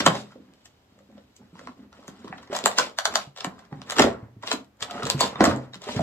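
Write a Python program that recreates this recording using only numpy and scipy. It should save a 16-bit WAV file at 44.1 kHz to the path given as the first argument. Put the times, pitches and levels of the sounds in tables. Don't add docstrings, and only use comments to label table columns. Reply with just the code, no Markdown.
import sys
import numpy as np
from scipy import signal
from scipy.fft import rfft, irfft, next_fast_len
from scipy.io import wavfile
from scipy.ndimage import uniform_filter1d

SR = 44100
rng = np.random.default_rng(int(sys.argv[2]) if len(sys.argv) > 2 else 0)


def generate_wav(signal):
    frames = np.transpose(np.atleast_2d(signal))
    scaled = np.clip(frames, -1, 1) * 32767
    pcm = np.round(scaled).astype(np.int16)
    wavfile.write(sys.argv[1], SR, pcm)


def natural_amplitude(level_db):
    exponent = np.asarray(level_db, float) / 20
    return 10 ** exponent


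N = 265479

# frequency in Hz, width in Hz, relative level in dB.
TRAY_MODES = [(80, 25, -12), (129, 4.2, -8), (200, 17, -2.5), (253, 58, -4.5), (325, 210, -11.5)]
PANEL_MODES = [(435, 67, -3.5), (570, 110, 0), (727.6, 130, 0.5), (1040, 210, 0.5), (1365, 140, 0.5),
               (1528, 150, -2.5), (1896, 350, -1.5), (2750, 1200, -13)]
CRACK_MODES = [(3106, 600, 0), (3970, 340, 10), (4445, 3000, 5), (6200, 3700, -1.5)]
BRIGHT_MODES = [(6380, 2200, 2), (7610, 1200, 6), (10900, 570, -13.5), (11060, 2500, -9),
                (14800, 2100, -16.5)]

CREAK_UP_DB, CREAK_UP_T60_S = -6.5, 0.043


def unit(x):
    return x / np.sqrt(np.mean(x ** 2) + 1e-20)


def along(points, hz):
    point_hz, value = np.transpose(points)
    return np.interp(np.log(hz + 1), np.log(point_hz + 1), value)


def filtered(x, response):
    size = next_fast_len(x.shape[-1] + 8192)
    spectrum = rfft(x, size) * response(np.fft.rfftfreq(size, 1 / SR))
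    return irfft(spectrum, size)[..., :x.shape[-1]]


def rung(force, modes):
    def response(f):
        h = 0
        for k, (hz, width, db) in enumerate(modes):
            damping = 1j * f * width
            h = h + (-1) ** k * natural_amplitude(db) * damping / (hz * hz - f * f + damping)
        lowest, highest = modes[0][0], modes[-1][0]
        h = h * 1j * f / (lowest + 1j * f) / (1 + 1j * f / highest) ** 2
        return h / np.sqrt(np.mean(abs(h) ** 2))
    return filtered(force, response)


def notes(table, t60_of, attack_s):
    t = np.arange(SR // 4) / SR
    swing = np.zeros(N + len(t))
    for s, db, hz in table:
        envelope = natural_amplitude(db - 60 * t / t60_of(hz)) * (1 - np.exp(-t / attack_s))
        swing[round(s * SR):][:len(t)] += envelope * np.sin(2 * np.pi * hz * t)
    return swing[:N]


def creases(rate, spread_db):
    hits = rng.random(N) < rate / SR
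    size_db = np.minimum(spread_db * rng.exponential(size=N), 24)
    return unit(hits * natural_amplitude(size_db) * rng.standard_normal(N))


def pops(rate, centre_hz, octaves, cycles, spread_db):
    when, pitch, size = rng.random((3, round(rate * N / SR)))
    hz = (centre_hz * 2 ** (octaves * (2 * pitch - 1)))[:, None]
    t = np.arange(SR // 40) / SR
    level = natural_amplitude(-spread_db * np.log(size + 0.0041))[:, None]
    ring = level * np.exp(-t * hz / cycles) * np.sin(2 * np.pi * hz * t)
    at = (when * N).astype(int)[:, None] + np.arange(len(t))
    return unit(np.bincount(at.ravel(), ring.ravel(), N + len(t))[:N])


def paired(a, b):
    # frequency in Hz, left-right likeness from 0 to 1.
    likeness = [(50, .98), (120, .99), (300, .8), (700, .3), (1500, 0)]

    def turn(hz):
        return np.arccos(np.clip(along(likeness, hz), -1, 1)) / 2

    mid = filtered(a, lambda hz: np.cos(turn(hz)))
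    side = filtered(b, lambda hz: np.sin(turn(hz)))
    return np.array([mid + side, mid - side])


def room_tone():
    # frequency in Hz, relative density in dB.
    hiss = [(30, -11.5), (80, 3), (200, -7), (800, -13), (2000, -20), (8000, -32), (9000, -41),
            (13000, -32.5), (16000, -38.5)]
    noise = filtered(rng.standard_normal((2, N)), lambda hz: natural_amplitude(along(hiss, hz)))
    return natural_amplitude(-62) * unit(paired(*noise))


def room(x):
    # frequency in Hz, time to fall 60 dB in seconds, level in dB re direct.
    tail_points = [(100, 0.62, -8), (260, 0.27, -4), (700, 0.26, -3), (1800, 0.17, -4), (5040, 0.17, -8.5),
                   (8700, 0.15, -7.5), (13000, 0.19, -6)]
    room_hz, t60, db = np.transpose(tail_points)
    step, out = SR // 4, np.zeros((2, N + 2 * SR))
    for start in range(0, N, step):
        hz, t, z = signal.stft(rng.standard_normal((2, SR // 2)), SR, nperseg=256)
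        life = along(np.c_[room_hz, t60], hz)[:, None]
        level_db = along(np.c_[room_hz, db], hz)[:, None]
        energy_one = np.sqrt(6 * np.log(10) / (life * SR))
        decay = natural_amplitude(level_db - 60 * t / life) * energy_one
        tail = signal.istft(z * decay, SR, nperseg=256)[1]
        wet = signal.fftconvolve(x[None, start:start + step], tail, axes=1)
        out[:, start + 200:][:, :wet.shape[1]] += wet
    return paired(*out[:, :N])


def walls(x):
    # delay in seconds, left level in dB, right level in dB.
    echoes = [(0.0072, -15, -16.5), (0.0119, -16, -15.5), (0.0197, -19, -15.5)]
    out = np.zeros((2, N))
    for delay, left_db, right_db in echoes:
        out += natural_amplitude([[left_db], [right_db]]) * np.pad(x, (round(delay * SR), 0))[:N]
    return out


def ports(x):
    # frequency in Hz, left over right in dB.
    left_over_right = [(60, -.7), (250, -.8), (700, -2), (1400, -1.5), (2800, .7), (5500, 2.5), (9500, 5.5),
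                       (14000, .3)]
    # frequency in Hz, radians the left port leads.
    mean_lead = [(100, 0), (500, 0.31), (1200, 1), (2100, 1), (4500, 3.5), (6000, 4), (9000, 5.5),
                 (15000, 11.5)]
    hz, t, z = signal.stft(x, SR, nperseg=512)
    place = uniform_filter1d(rng.standard_normal(z.shape), size=12, axis=0)
    place = uniform_filter1d(place, size=3, axis=1)
    lead = along(mean_lead, hz)[:, None] * (1 + 0.29 * unit(place))
    side = np.array([.5, -.5])[:, None, None]
    level = natural_amplitude(side * along(left_over_right, hz)[:, None])
    return signal.istft(z * level * np.exp(1j * side * lead), SR, nperseg=512)[1][:, :N]


def scrape():
    start_s, end_s = (4.83, 5.15)
    # frequency in Hz, width in Hz, relative level in dB.
    edge_modes = [(470, 57, -8), (716, 27, 1), (1320, 80, 2.5), (2900, 100, -4)]
    rise_s = 0.11
    t = np.arange(N) / SR
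    stroke = np.clip(np.minimum(t - start_s, end_s - t) / rise_s, 0, 1)
    return natural_amplitude(-44.5) * rung(stroke * creases(1500, spread_db=3.5), edge_modes)


def handling():
    # start in seconds, hold in seconds, relative creak level in dB,
    # fine crinkle in dB re creak, load on the tray in dB re creak.
    grips = [(0.0, 0.16, -37.5, -6.5, -2.5), (0.168, 0.032, -55.5, 7.5, -5), (0.257, 1.5, -80.5, 5.5, -0.5),
             (0.272, 0.052, -59.5, -6, -12), (0.351, 0.18, -67.5, -15.5, 10), (0.574, 0.15, -72, -1, 4),
             (0.905, .1, -71, -11, 8.5), (1.099, 0.12, -66, -9.5, 12.5), (1.394, 0.054, -63.5, -13, 6),
             (1.556, 0.14, -56, -6.5, 5), (1.78, 0.051, -60.5, -10.5, 8.5), (1.931, 0.26, -56.5, -8.5, -2),
             (2.205, 0.24, -55.5, -10, 4.5), (2.512, 0.085, -42, -15.5, -11.5),
             (2.602, 0.23, -47, -3.5, -14.5), (2.79, 0.037, -35.5, 1.5, -10.5), (3.06, .04, -47, -13.5, -3),
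             (3.122, 0.096, -49.5, 4, -7.5), (3.426, 0.048, -45.5, -21, -21), (3.505, 0.14, -59, -9.5, 0.5),
             (3.718, 0.087, -54.5, -13.5, 6), (3.874, 0.048, -44, -10, -9), (3.987, .06, -23.5, -13, -2.5),
             (4.134, 0.096, -51.5, -23, 2.5), (4.475, 0.046, -39, 0, -9.5), (4.829, .07, -47, -9, -1.5),
             (4.936, 0.19, -37.5, -12.5, -3), (5.143, 0.038, -53, -11.5, 14.5),
             (5.204, 0.037, -30.5, 0, -10), (5.334, 0.092, -43, -26, -3.5), (5.414, 0.082, -25, -13, 1),
             (5.56, 0.09, -48, -16, 2.5), (5.831, 0.066, -42.5, -7, -19), (5.89, 0.045, -52, 11, 11.5),
             (5.972, .06, -33.5, -12.5, 1)]
    rise_db_per_s, ease_db_per_s = 594.5, 211.5
    ease_speed = [[1.3], [1], [1]]
    t, power = np.arange(0, N + 64, 64) / SR, 0
    for s, hold, db, crinkle_db, load_db in grips:
        level_db = db + np.array([[crinkle_db], [0], [load_db]])
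        rising = rise_db_per_s * np.maximum(s - t, 0)
        eased = ease_db_per_s * np.maximum(t - s - hold, 0) * ease_speed
        power = power + natural_amplitude(level_db - rising - eased) ** 2
    crinkle, creak, rumble = (np.interp(np.arange(N) / SR, t, level) for level in np.sqrt(power))

    fine = crinkle * creases(4000, spread_db=1.5)
    facets = crinkle * pops(400, centre_hz=4070, octaves=0.95, cycles=2.9, spread_db=-2)
    panel_creases = creak * creases(1500, spread_db=0.3)
    panel_pops = creak * pops(700, centre_hz=834, octaves=1.1, cycles=2.1, spread_db=5.0)
    tray_creases = rumble * creases(400, spread_db=2)

    crisp = rung(fine, CRACK_MODES) + natural_amplitude(-4) * facets
    fizz = natural_amplitude(-12.5) * rung(fine, BRIGHT_MODES)
    dull = natural_amplitude(-7.0) * rung(panel_creases, PANEL_MODES) + natural_amplitude(-1.5) * panel_pops
    return crisp + fizz + dull + rung(tray_creases, TRAY_MODES)


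def thuds():
    # start in seconds, relative level in dB, pitch in Hz.
    tray_thuds = [(0.003, -21.5, 270), (0.063, -13, 302), (0.077, -14, 171), (0.11, -25, 215),
                  (0.355, -39, 253), (0.399, -39.5, 269), (0.494, -47, 202), (0.922, -49.5, 200),
                  (1.089, -47.5, 240), (1.176, -50, 179.5), (1.44, -51, 258), (1.53, -38, 193),
                  (1.593, -45.5, 272), (1.687, -37.5, 247), (1.793, -41.5, 248), (1.987, -43, 264),
                  (2.087, -30.5, 204), (2.244, -31, 322), (2.299, -35.5, 172), (2.523, -29, 358),
                  (2.641, -22, 342), (2.781, -30.5, 326), (3.129, -35.5, 244), (3.271, -38.5, 134),
                  (3.446, -29, 262), (3.469, -25, 188), (3.723, -28.5, 144), (3.991, -11.5, 248),
                  (4.01, -20.5, 178.8), (4.02, -13, 226), (4.046, -21, 307), (4.227, -31.5, 114.6),
                  (4.365, -36.5, 115.6), (4.44, -40.5, 269), (4.535, -22.5, 276), (4.817, -39, 115.3),
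                  (4.976, -33.5, 194), (5.039, -26, 127), (5.146, -18.5, 133.5), (5.355, -36.5, 138),
                  (5.407, -4, 314), (5.438, -18, 264.3), (5.48, -11, 228), (5.562, -26.5, 298),
                  (5.759, -35, 189), (5.963, -17.5, 132), (5.995, -20, 154)]

    def t60_of(hz):
        return 0.08 * (hz / 200) ** -1.3

    push = np.zeros(N)
    s, db = np.transpose(tray_thuds)[:2]
    push[np.round(s * SR).astype(int)] = natural_amplitude(db)
    swing = notes(tray_thuds, t60_of, attack_s=0.0013)
    return swing + natural_amplitude(15.5) * rung(push, TRAY_MODES[1:])


def pings():
    # start in seconds, relative level in dB, pitch in Hz.
    pockets = [(0.062, -8.5, 1206), (0.0643, -4.5, 3090), (0.077, -12, 1050), (0.082, -16, 466),
               (0.0844, -18.5, 3120), (0.359, -36.5, 514), (0.979, -49, 532), (1.005, -48, 537),
               (1.179, -40, 546), (1.672, -33.5, 1040), (1.928, -45, 1400), (1.989, -44, 608),
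               (2.08, -41, 414), (2.245, -38, 450), (2.275, -31, 1040), (2.327, -29.5, 763),
               (2.527, -18.5, 614), (2.647, -30, 700), (2.714, -29.5, 670), (2.7858, -8.5, 1490),
               (3.125, -27, 1113), (3.725, -35, 790), (3.964, -23, 1300), (3.9913, -8, 2830),
               (3.998, -8.5, 902), (4.433, -26.5, 990), (4.5151, -9, 4030), (4.529, -20.5, 1040),
               (4.8244, -16, 3500), (4.912, -28.5, 704), (4.949, -38, 427), (4.979, -27, 1380),
               (5.0, -28, 460), (5.034, -21.5, 1240), (5.099, -19.5, 1010), (5.1074, -14, 4445),
               (5.207, -10.5, 1034), (5.2135, -6, 4490), (5.229, -13.5, 933), (5.358, -25, 1210),
               (5.3577, -28, 3600), (5.406, -4.5, 697), (5.439, -8, 690), (5.7349, -26.5, 3830),
               (5.877, -28, 516), (5.889, -23.5, 990), (5.994, -12, 676)]

    def t60_of(hz):
        return 0.03 * (hz / 1000) ** -0.41

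    return notes(pockets, t60_of, attack_s=0.00062)


def dome():
    # time in seconds, kick level in dB.
    dome_pops = [(2.987, 4), (3.0547, 8), (3.156, 9.5)]
    # frequency in Hz, width in Hz, relative level in dB.
    dome_modes = [(610, 83, 3), (774, 140, 2), (1037, 250, 1), (1300, 160, 2), (1636, 290, -1),
                  (3040, 120, -1), (3620, 540, -3), (4650, 290, 0.5), (5800, 270, -2.5), (7000, 340, -3.5),
                  (7900, 300, -9), (11230, 2500, -17)]
    rattle_db, rattle_t60_s = -19.5, 0.035
    lead = SR // 40
    t, force = (np.arange(SR // 5) - lead) / SR, np.zeros(N)
    for s, db in dome_pops:
        slips = rng.standard_normal(len(t)) * rng.random(len(t)) ** 4
        fall_db = np.where(t < 0, CREAK_UP_DB + 60 * t / CREAK_UP_T60_S, -60 * t / rattle_t60_s)
        pop = (t == 0) + natural_amplitude(rattle_db + fall_db) * slips
        force[round(s * SR) - lead:][:len(t)] += natural_amplitude(db) * pop
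    return rung(force, dome_modes)


def snaps():
    # time in seconds, relative crack drive in dB, panel drive in dB re crack,
    # bright drive in dB re crack, rattle in dB re kick.
    buckles = [(0.0034, -17.5, -3, -19, -8.5), (0.0627, -11.5, 1, -2.5, -17.5),
               (0.0652, -9.5, 0.5, -11.5, -18.5), (0.0754, -31.5, 19, -31.5, -27.5),
               (0.1523, -28.5, 0, -15, -11), (0.3194, -49.5, 2, -22, -15.5), (0.537, -54, -6, -5, -24),
               (0.6563, -53, -3.5, 2, -4.5), (0.9894, -59, 4.5, -4, -18), (1.1798, -57.5, 5, -23, -10),
               (1.365, -51.5, -21, 4.5, -12.5), (1.5924, -48, 5.5, -6, -11), (1.6726, -39.5, 7.5, -28, -20),
               (1.9285, -50, -4, -27, -20.5), (2.0801, -40, -2, 0.5, -14), (2.2454, -55, 6, -10, -5),
               (2.2802, -44.5, 6.5, -11, -17), (2.3266, -54, 22, -23, -13), (2.381, -54.5, 2, -28, 0.5),
               (2.4288, -52, 4, -8.5, -6.5), (2.4748, -50, 6.5, -25, -12), (2.518, -48.5, 7, -16, -5.5),
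               (2.5306, -32.5, 6, -10, -12), (2.538, -38.5, -11.5, 0.5, -13.5),
               (2.5504, -28, -1, -9.5, -6.5), (2.5649, -23.5, -2, -3, -13), (2.589, -24, -7, -7.5, -43),
               (2.6401, -26, -21, -9.5, -25), (2.6588, -8, -2, -2.5, -22), (2.7146, -33.5, 0, -11.5, -12),
               (2.7857, -9.5, -2, -10.5, -12), (2.798, -27.5, 3.5, -26.5, -10),
               (3.1402, -33.5, 4, 0, -22.5), (3.3629, -41, -3, -12.5, -17.5), (3.3736, -39, -5, -9, -7.5),
               (3.3854, -39.5, -0.5, -9, -9), (3.4065, -31, -6, -17.5, -9.5),
               (3.4457, -26.5, 5, -3.5, -17.5), (3.5919, -54.5, 6, -5.5, -5.5),
               (3.652, -56, -4, -24, -10.5), (3.7269, -49.5, 9, -23, -26), (3.8176, -35.5, -5, -22.5, -23),
               (3.8993, -23, -0.5, -7.5, -20), (3.9081, -22.5, -5, -7, -40.5),
               (3.9214, -35.5, 6.5, 1.5, -5.5), (3.9659, -25, -5.5, -13.5, -10),
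               (3.9848, -19, -2, -7.5, -11), (3.9949, -13, 4.5, -7, -9.5), (4.0216, -17.5, 1.5, -12, -6.5),
               (4.4262, -47.5, 0, -6, -15.5), (4.4344, -49.5, 8, -15, 1), (4.4753, -27, -11, -20.5, -14.5),
               (4.515, -19.5, 1, -9.5, -12.5), (4.5287, -30, -5.5, -4, -3.5),
               (4.6461, -58, -12.5, 3.5, -22.5), (4.7705, -69, -10, 4, -19.5), (4.807, -42.5, 6, -4.5, -11),
               (4.8255, -20.5, -5.5, -9.5, -13.5), (4.9101, -29, -10.5, -10.5, -14.5),
               (5.0328, -30, -6, -6, -15), (5.0538, -27, -9, -3, -21), (5.0684, -31, 0.5, -3, -6),
               (5.1006, -10.5, -2, -4.5, -24), (5.2075, -17.5, -1.5, 0.5, -14),
               (5.3564, -43.5, 13, -29.5, -21), (5.4072, -21, 15.5, -21, -20.5),
               (5.4415, -14.5, 5, -1.5, -20.5), (5.453, -18.5, 1.5, -4.5, -11.5), (5.562, -44, -3, 2, -28),
               (5.7347, -45, 3, -17, -11.5), (5.7435, -40.5, 0, -6.5, -11), (5.7557, -34.5, -8, -24, -21),
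               (5.8189, -39, -14, -7.5, -18), (5.8407, -36, -16, -19.5, -19.5), (5.8774, -45, 7, -24, -6),
               (5.887, -40, 16, -26, -17.5), (5.9643, -35.5, -9, -17, -5), (5.9926, -55, 2, -0.5, -2.5),
               (6.009, -43, -5, -3, -20)]
    kick_t60_s, rattle_t60_s = 0.00071, 0.034
    lead = SR // 40
    t = (np.arange(SR // 4) - lead) / SR
    force = np.zeros((3, N + len(t)))
    for s, db, panel_db, bright_db, rattle_db in buckles:
        kick = rng.standard_normal((3, len(t))) * natural_amplitude(-60 * abs(t) / kick_t60_s) * (t >= 0)
        kick[:, lead] = 2.5 * rng.choice([-1, 1])
        kick /= np.linalg.norm(kick, axis=1)[:, None]
        slips = rng.standard_normal((3, len(t))) * rng.random(len(t)) ** 4
        fall_db = 60 * np.where(t < 0, -t / CREAK_UP_T60_S, t / rattle_t60_s)
        rattle = natural_amplitude(rattle_db + CREAK_UP_DB * (t < 0) - fall_db) * slips
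        drive = natural_amplitude(db + np.array([[0], [panel_db], [bright_db]]))
        force[:, round(s * SR):][:, :len(t)] += drive * (kick + rattle)
    crack, panel, bright = force[:, lead:lead + N]
    ring = natural_amplitude(17.5) * rung(crack, CRACK_MODES)
    ring += natural_amplitude(18) * rung(panel, PANEL_MODES)
    return ring + natural_amplitude(17.5) * rung(bright, BRIGHT_MODES)


def scene():
    shell = scrape() + handling() + thuds() + pings() + dome() + snaps()
    return ports(shell) + walls(shell) + room(shell) + room_tone()


def band_limit(x):
    return signal.sosfilt(signal.butter(12, 16500, fs=SR, output="sos"), x)


def record(dry):
    low, top = (45, 15700)
    heard = filtered(dry, lambda hz: (1j * hz / (low + 1j * hz)) ** 2 / (1 + (hz / top) ** 40))
    clipped = heard / (1 + abs(heard) ** 6) ** (1 / 6)
    return band_limit(clipped)


dry = scene()
out = record(dry)
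generate_wav(out)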